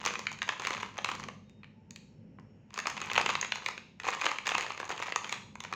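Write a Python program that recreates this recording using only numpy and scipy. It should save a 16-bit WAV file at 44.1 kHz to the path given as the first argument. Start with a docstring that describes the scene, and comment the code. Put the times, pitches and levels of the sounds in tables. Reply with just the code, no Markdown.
"""Crackling biscuit wrapper

Hands turn a filled plastic wrapper close by, in bursts with pauses. The film buckles in short snaps
over a bed of tiny crackles, all shaped noise bursts; a small hard room answers with decaying noise.
Filtered noise makes a low rumble and thin hiss; wavering sines make faint whistles and a whine."""
import sys
import numpy as np
from scipy import signal
from scipy.fft import rfft, irfft, next_fast_len
from scipy.io import wavfile
from scipy.ndimage import uniform_filter1d, map_coordinates

SR = 44100
rng = np.random.default_rng(int(sys.argv[2]) if len(sys.argv) > 2 else 0)


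def bounce(signal):
    """Save signal as a 16-bit WAV file at the path given by the first command-line argument."""
    frames = np.transpose(np.atleast_2d(signal))
    limited = np.clip(frames, -1, 1)
    pcm = np.round(limited * 32767).astype(np.int16)
    wavfile.write(sys.argv[1], SR, pcm)


N = 253575

# background noise spectra, relative: frequency_hz, density_db
RUMBLE_SPECTRUM = [(30, -39.5), (61, -13.5), (80, -18.5), (102, -4), (125, -12.5), (150, -5.5), (170, -9.5),
                   (205, -3), (297, -20), (398, -21), (550, -24), (700, -44)]
HISS_SPECTRUM = [(350, -29), (600, -4), (700, -8.5), (890, -3), (1050, -14.5), (2900, -13.5), (3600, -30),
                 (5600, -28), (7300, -30.5), (9000, -58), (12000, -79.5)]
# mean rumble level over time: time_s, level_db
RUMBLE_LEVEL = [(0, -56), (1.2, -54), (2.7, -57.5), (3.2, -53.5), (4.2, -59.5), (5.75, -55.5)]
# faint gliding whistles: start_s, end_s, start_pitch_hz, end_pitch_hz, mean_level_db
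WHISTLES = [(1.405, 1.634, 3710, 3700, -77), (1.71, 2.018, 860, 925, -72.5), (2.45, 2.72, 6700, 6700, -94)]
# partials of a steady thin whine: pitch_hz, mean_level_db
WHINE = [(5395, -94), (5447, -92), (5495, -94)]
# reverberation time of the room: frequency_hz, t60_s
ROOM_T60 = [(300, 0.62), (1500, 0.37), (4000, 0.57), (8000, 0.47), (14000, 0.5)]
# colour of film and microphone together, relative: frequency_hz, density_db
COLOUR = [(180, -27), (300, -13.5), (496, -7), (660, -9.5), (1020, 3.5), (1270, 0.5), (1430, -5), (2480, 1),
          (3140, -7.5), (5550, -18), (6670, -11.5), (8440, -35), (10900, -46), (15200, -42.5), (16500, -45)]
# squeezes of the fingers, each a flurry of crackles: start_s, held_s, effort_db
SQUEEZES = [(0, .004, -34), (.06, 0.018, -38), (.14, 0.19, -53), (.48, .02, -42), (0.599, .03, -39),
            (0.659, .14, -39.5), (.95, 0.069, -51), (1.059, 0.073, -41.5), (1.198, 0.027, -49),
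            (2.739, 0.12, -49.5), (2.86, 0.051, -42.5), (2.97, 0.18, -45.5), (3.1, .05, -37.5),
            (3.17, .05, -33.5), (3.28, 0.029, -35.5), (3.41, 0.043, -51.5), (3.54, 0.069, -45),
            (3.669, 0.01, -41.5), (4.052, 0.071, -36), (4.2, .03, -40.5), (4.244, .04, -32.5),
            (4.3, .04, -42.5), (4.462, 0.147, -37.5), (4.66, 0.213, -48), (4.891, 0.04, -39.5),
            (4.98, 0.13, -40.5), (5.23, 0.12, -45.5), (5.62, .04, -51.5), (5.72, .05, -45.5)]
# buckling snaps: start_s, middle_level_db (loudest millisecond), deep_above_middle_db, bright_above_middle_db
SNAPS = [(0.0516, -34.5, 3, 7.5), (0.0609, -30.5, 5.5, 7), (0.071, -24, -8, -12.5), (0.0779, -30, -7, -3.5),
         (0.1372, -35.5, 1, -2.5), (0.1542, -29, -5, -12.5), (0.1919, -36.5, 4.5, 3),
         (.2681, -22, -18, -16), (0.3153, -37.5, 1.5, -4), (0.328, -47.5, -9, 6), (.388, -44, -12, -3),
         (0.4182, -24, -7.5, -15), (.4283, -32.5, -5, -3), (0.4898, -21.5, -6, -10.5),
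         (0.5965, -34.5, 0.5, -2.5), (0.6494, -27.5, -6, -9), (0.6703, -26, -1.5, -3.5),
         (0.7059, -33.5, 7.5, -3), (0.7373, -34, -1, -7), (.8294, -30.5, 2.5, -12), (0.9794, -40.5, 4.5, 4),
         (0.9858, -31.5, 2, -28), (1.0449, -24.5, -3.5, -5.5), (1.0882, -29, 3.5, -9.5),
         (1.1971, -39, 1.5, -5.5), (1.2376, -38, -4, -1.5), (1.285, -35.5, 2, -9.5), (1.4957, -58, -21, -1),
         (1.632, -46, -7.5, -28), (1.643, -45, -10, -20), (1.9075, -49, -12, 8.5), (1.96, -42.5, -17, 0),
         (2.386, -63, 17.5, -21), (2.397, -63, 4, 0), (2.705, -53.5, 0.5, -6), (2.7408, -50, 8.5, 12),
         (2.7763, -35.5, 4, -2.5), (2.7885, -29, -2, -4), (2.8, -33, -12, -1.5), (2.8558, -32, 1, -25.5),
         (2.8694, -27, 3.5, 0), (2.9, -36, -9, 1.5), (2.967, -35.5, -1, -8), (2.9763, -31.5, -9, -16),
         (3.0154, -31.5, -1, -1.5), (3.0988, -30.5, -5, -23), (3.1144, -27.5, -3, -13),
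         (3.1613, -21.5, -5.5, -14), (3.1777, -19, 3, -9.5), (3.2127, -27.5, -4, -2.5),
         (3.261, -21.5, -2, -10), (3.2912, -23.5, -2, -14.5), (3.3, -27, 0.5, -8), (3.3522, -22, -3.5, -13),
         (3.4123, -35.5, -11, 12), (3.4268, -25.5, -9, -25), (3.4464, -29, -4.5, -11),
         (3.5205, -21.5, -9, -12.5), (3.5563, -34, -0.5, -5.5), (3.6608, -21, -11, -9.5),
         (3.6855, -32, 4, -1.5), (3.7776, -34.5, -6, -12), (3.9992, -33, -15, -13), (4.0335, -41, -7, -8),
         (4.0512, -33.5, -4.5, -9), (4.067, -38, 10.5, -6), (4.0859, -25.5, 3.5, -8.5),
         (4.2134, -28, -11, -5), (4.2565, -25.5, -0.5, -8.5), (4.2641, -22, 1, -11),
         (4.2897, -29, -6, -24.5), (4.3148, -31.5, 4.5, -5), (4.385, -26.5, -14, -11.5),
         (4.458, -36, -28, -14), (4.4684, -24.5, -6.5, -4.5), (4.4761, -31, 3, 1), (4.4904, -26.5, -3, -5),
         (4.5173, -26.5, 1, -18), (4.5503, -24, 1.5, -8.5), (4.5804, -28.5, 0, -1), (4.6083, -27.5, -4, -6),
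         (4.664, -36, 4, -6), (4.703, -33, -0.5, -21), (4.7196, -36, -3, -6), (4.7756, -37, -2, -7.5),
         (4.7999, -38, 7.5, -2), (4.8285, -48.5, 17.5, -8), (4.8526, -45.5, 3, 4), (4.8924, -41.5, 7, 4),
         (4.9023, -41, 13.5, -14), (5.0238, -27, -3.5, -10.5), (5.082, -42, 10, -21),
         (5.1218, -27, -6, -14), (5.1595, -25, 5, 1), (5.2443, -32, -7, -9), (5.2936, -31, -8, -4),
         (5.3247, -26.5, -3.5, -4.5), (5.554, -41.5, 1.5, -5.5), (5.6036, -39, -3.5, 3),
         (5.6379, -42.5, -0.5, 2), (5.6487, -37.5, 0, -8), (5.7258, -33.5, 8, -7), (5.7364, -34, -1, -3)]

DEEP_HZ, BRIGHT_HZ = 1500, 4500  # borders of the deep, middle and bright registers
TOP_HZ = 16600  # upper band limit
GRIP_DB_PER_S, RELAX_DB_PER_S = 605.5, 192.5  # swell before a hold, settling after it


def amp(db):
    """Level to amplitude: 20 dB is a factor of ten."""
    return 10 ** (np.asarray(db) / 20)


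def unit(x):
    """Normalisation to an rms of 1."""
    return x / np.sqrt(np.mean(x ** 2) + 1e-20)


def along(points, hz):
    """Interpolation of (frequency_hz, value) points on a logarithmic frequency axis."""
    f, v = np.transpose(points)
    return np.interp(np.log(hz + 1), np.log(f + 1), v)


def curve(rows, s):
    """Linear interpolation of a (time_s, value) table."""
    return np.interp(s, *np.transpose(rows))


def wobble(rate):
    """Slow random modulation: a smooth curve through `rate` random knots a second."""
    knots = rng.standard_normal(int(N * rate / SR) + 4)
    return map_coordinates(knots, [np.arange(N) * rate / SR])


def noise(points):
    """Spectral shaping: noise of rms 1 whose spectrum ends at its last point."""
    m = next_fast_len(N + 8192)
    hz = np.fft.rfftfreq(m, 1 / SR)
    gain = amp(along(points, hz)) * (hz < points[-1][0])
    return unit(irfft(rfft(rng.standard_normal(m)) * gain, m)[:N])


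def ambience():
    """Filtered noise: a low rumble swells unevenly beneath a thin, nearly steady hiss."""
    rumble_db = curve(RUMBLE_LEVEL, np.arange(N) / SR) + 2 * wobble(7)
    hiss_db = -74 + 0.44 * wobble(2.8)
    return amp(rumble_db) * noise(RUMBLE_SPECTRUM) + amp(hiss_db) * noise(HISS_SPECTRUM)


def whistles():
    """Frequency glide: the integral of a changing pitch is the phase, here with random wavering."""
    t, out = np.arange(N) / SR, np.zeros(N)
    for start, end, from_hz, to_hz, db in WHISTLES:
        fade = np.clip(np.minimum(t - start, end - t) / 0.038, 0, 1)
        pitch_hz = np.interp(t, [start, end], [from_hz, to_hz])
        phase = 2 * np.pi * np.cumsum(pitch_hz) / SR
        out += fade * amp(db + 3.9 * wobble(20)) * np.sin(phase + 1.3 * wobble(40))
    return out


def whine():
    """Random amplitude and phase modulation: close thin tones flicker throughout."""
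    t, out = np.arange(N) / SR, np.zeros(N)
    for hz, db in WHINE:
        out += amp(db + 3 * wobble(8)) * np.sin(2 * np.pi * hz * t + 2.5 * wobble(25))
    return out


def room(x, part=.12):
    """Reverberation: the walls answer after 4 ms, duller, as noise decaying at each frequency's t60."""
    out, step = np.zeros(N + SR), int(part * SR)
    # each part (s) gets a freshly drawn random tail, so no single tail's colouring repeats
    for start in range(0, N, step):
        hz, t, z = signal.stft(rng.standard_normal(int(.6 * SR)), SR, nperseg=256)
        decay_db = -60 * t / along(ROOM_T60, hz)[:, None]
        dulling_db = -2 * (hz[:, None] / 8000) ** 2
        tail = signal.istft(z * amp(decay_db + dulling_db), SR, nperseg=256)[1]
        tail *= np.clip((np.arange(len(tail)) / SR - .004) / 0.00067, 0, 1)
        wet = signal.fftconvolve(x[start:start + step], tail / np.linalg.norm(tail))
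        out[start:start + len(wet)] += wet
    return out[:N]


def causal(points, size=4096):
    """Minimum phase: folding the cepstrum gives a (frequency_hz, db) spectrum its causal response."""
    cep = irfft(np.log(amp(along(points, np.fft.rfftfreq(size, 1 / SR))) + 1e-6))
    cep[1:size // 2] *= 2
    cep[size // 2 + 1:] = 0
    return irfft(np.exp(rfft(cep)))


def registers():
    """Band splitting: the film and microphone response parts into deep, middle and bright."""
    whole = causal(COLOUR)
    cuts = [(DEEP_HZ, "low"), ([DEEP_HZ, BRIGHT_HZ], "band"), (BRIGHT_HZ, "high")]
    responses = []
    for hz, kind in cuts:
        sos = signal.butter(4, hz, kind, fs=SR, output="sos")
        responses.append(signal.sosfilt(sos, whole)[:400])
    return np.array(responses)


def bursts(times, levels_db, t60, rise):
    """Damped impulses: each register of a noise burst rises, then decays exponentially (t60, rise in s)."""
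    t = np.arange(300) / SR
    life = t60[:, None, None] * np.array([[1.2], [1], [.55]])  # treble dies first
    shape = amp(-60 * t / life) * (1 - np.exp(-(t + 1 / SR) / rise))
    grains = rng.standard_normal(shape.shape) * shape
    parts = signal.fftconvolve(grains, registers()[None], axes=2)
    # each register is levelled by its loudest millisecond
    power = uniform_filter1d(parts ** 2, size=44, axis=2)
    parts /= np.sqrt(np.max(np.abs(power), axis=2, keepdims=True))
    sound = np.sum(parts * amp(levels_db)[:, :, None], axis=1)
    # overlapping bursts add up at their sample positions
    where = np.round(times * SR).astype(int)[:, None] + np.arange(sound.shape[1])
    return np.bincount(where.ravel(), sound.ravel(), N + SR)[:N]


def effort(s):
    """Dominance of the strongest: squeezes swell, hold and settle; the highest dB at each moment rules."""
    start, held, db = np.transpose(SQUEEZES)[:, :, None]
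    before = np.maximum(start - s, 0)
    after = np.maximum(s - start - held, 0)
    return np.max(db - GRIP_DB_PER_S * before - RELAX_DB_PER_S * after, axis=0)


def crackle(count=2200):
    """Superposition of tiny creases: unequal sizes and colours, swelling with each squeeze."""
    draw = rng.random((count, 3))
    tint = rng.standard_normal((count, 3))
    s = draw[:, 0] * (N - 1) / SR
    clump_db = 3.5 * wobble(60)[(s * SR).astype(int)]
    size_db = np.minimum(clump_db - 5.5 * np.log(1 - draw[:, 1]), 12)  # few large, many small
    register_db = np.array([-11, -11, -18]) + 4.34 * tint  # deep, middle, bright
    levels_db = (effort(s) + size_db)[:, None] + register_db
    return bursts(s, levels_db, .004 + .007 * draw[:, 2], rise=.0003)


def snaps():
    """Buckling: each crease flips over in a few ms; wide creases sound deep, tight ones bright."""
    s, db, deep_db, bright_db = np.transpose(SNAPS)
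    levels_db = np.transpose([db + deep_db, db, db + bright_db])
    return bursts(s, levels_db, np.full(len(s), .011), rise=0.0011)


def scene():
    """Superposition: the film's direct sound, its reverberation and the background add linearly."""
    film = snaps() + crackle()
    return (film + amp(-9.5) * room(film) + ambience() + whistles() + whine())[None]


def record(dry):
    """Band limitation: an ideal low-pass keeps nothing at or above TOP_HZ."""
    m = next_fast_len(N + 8192)
    passed = np.fft.rfftfreq(m, 1 / SR) < TOP_HZ
    return irfft(rfft(dry, m) * passed, m)[:, :N]


dry = scene()
out = record(dry)
bounce(out)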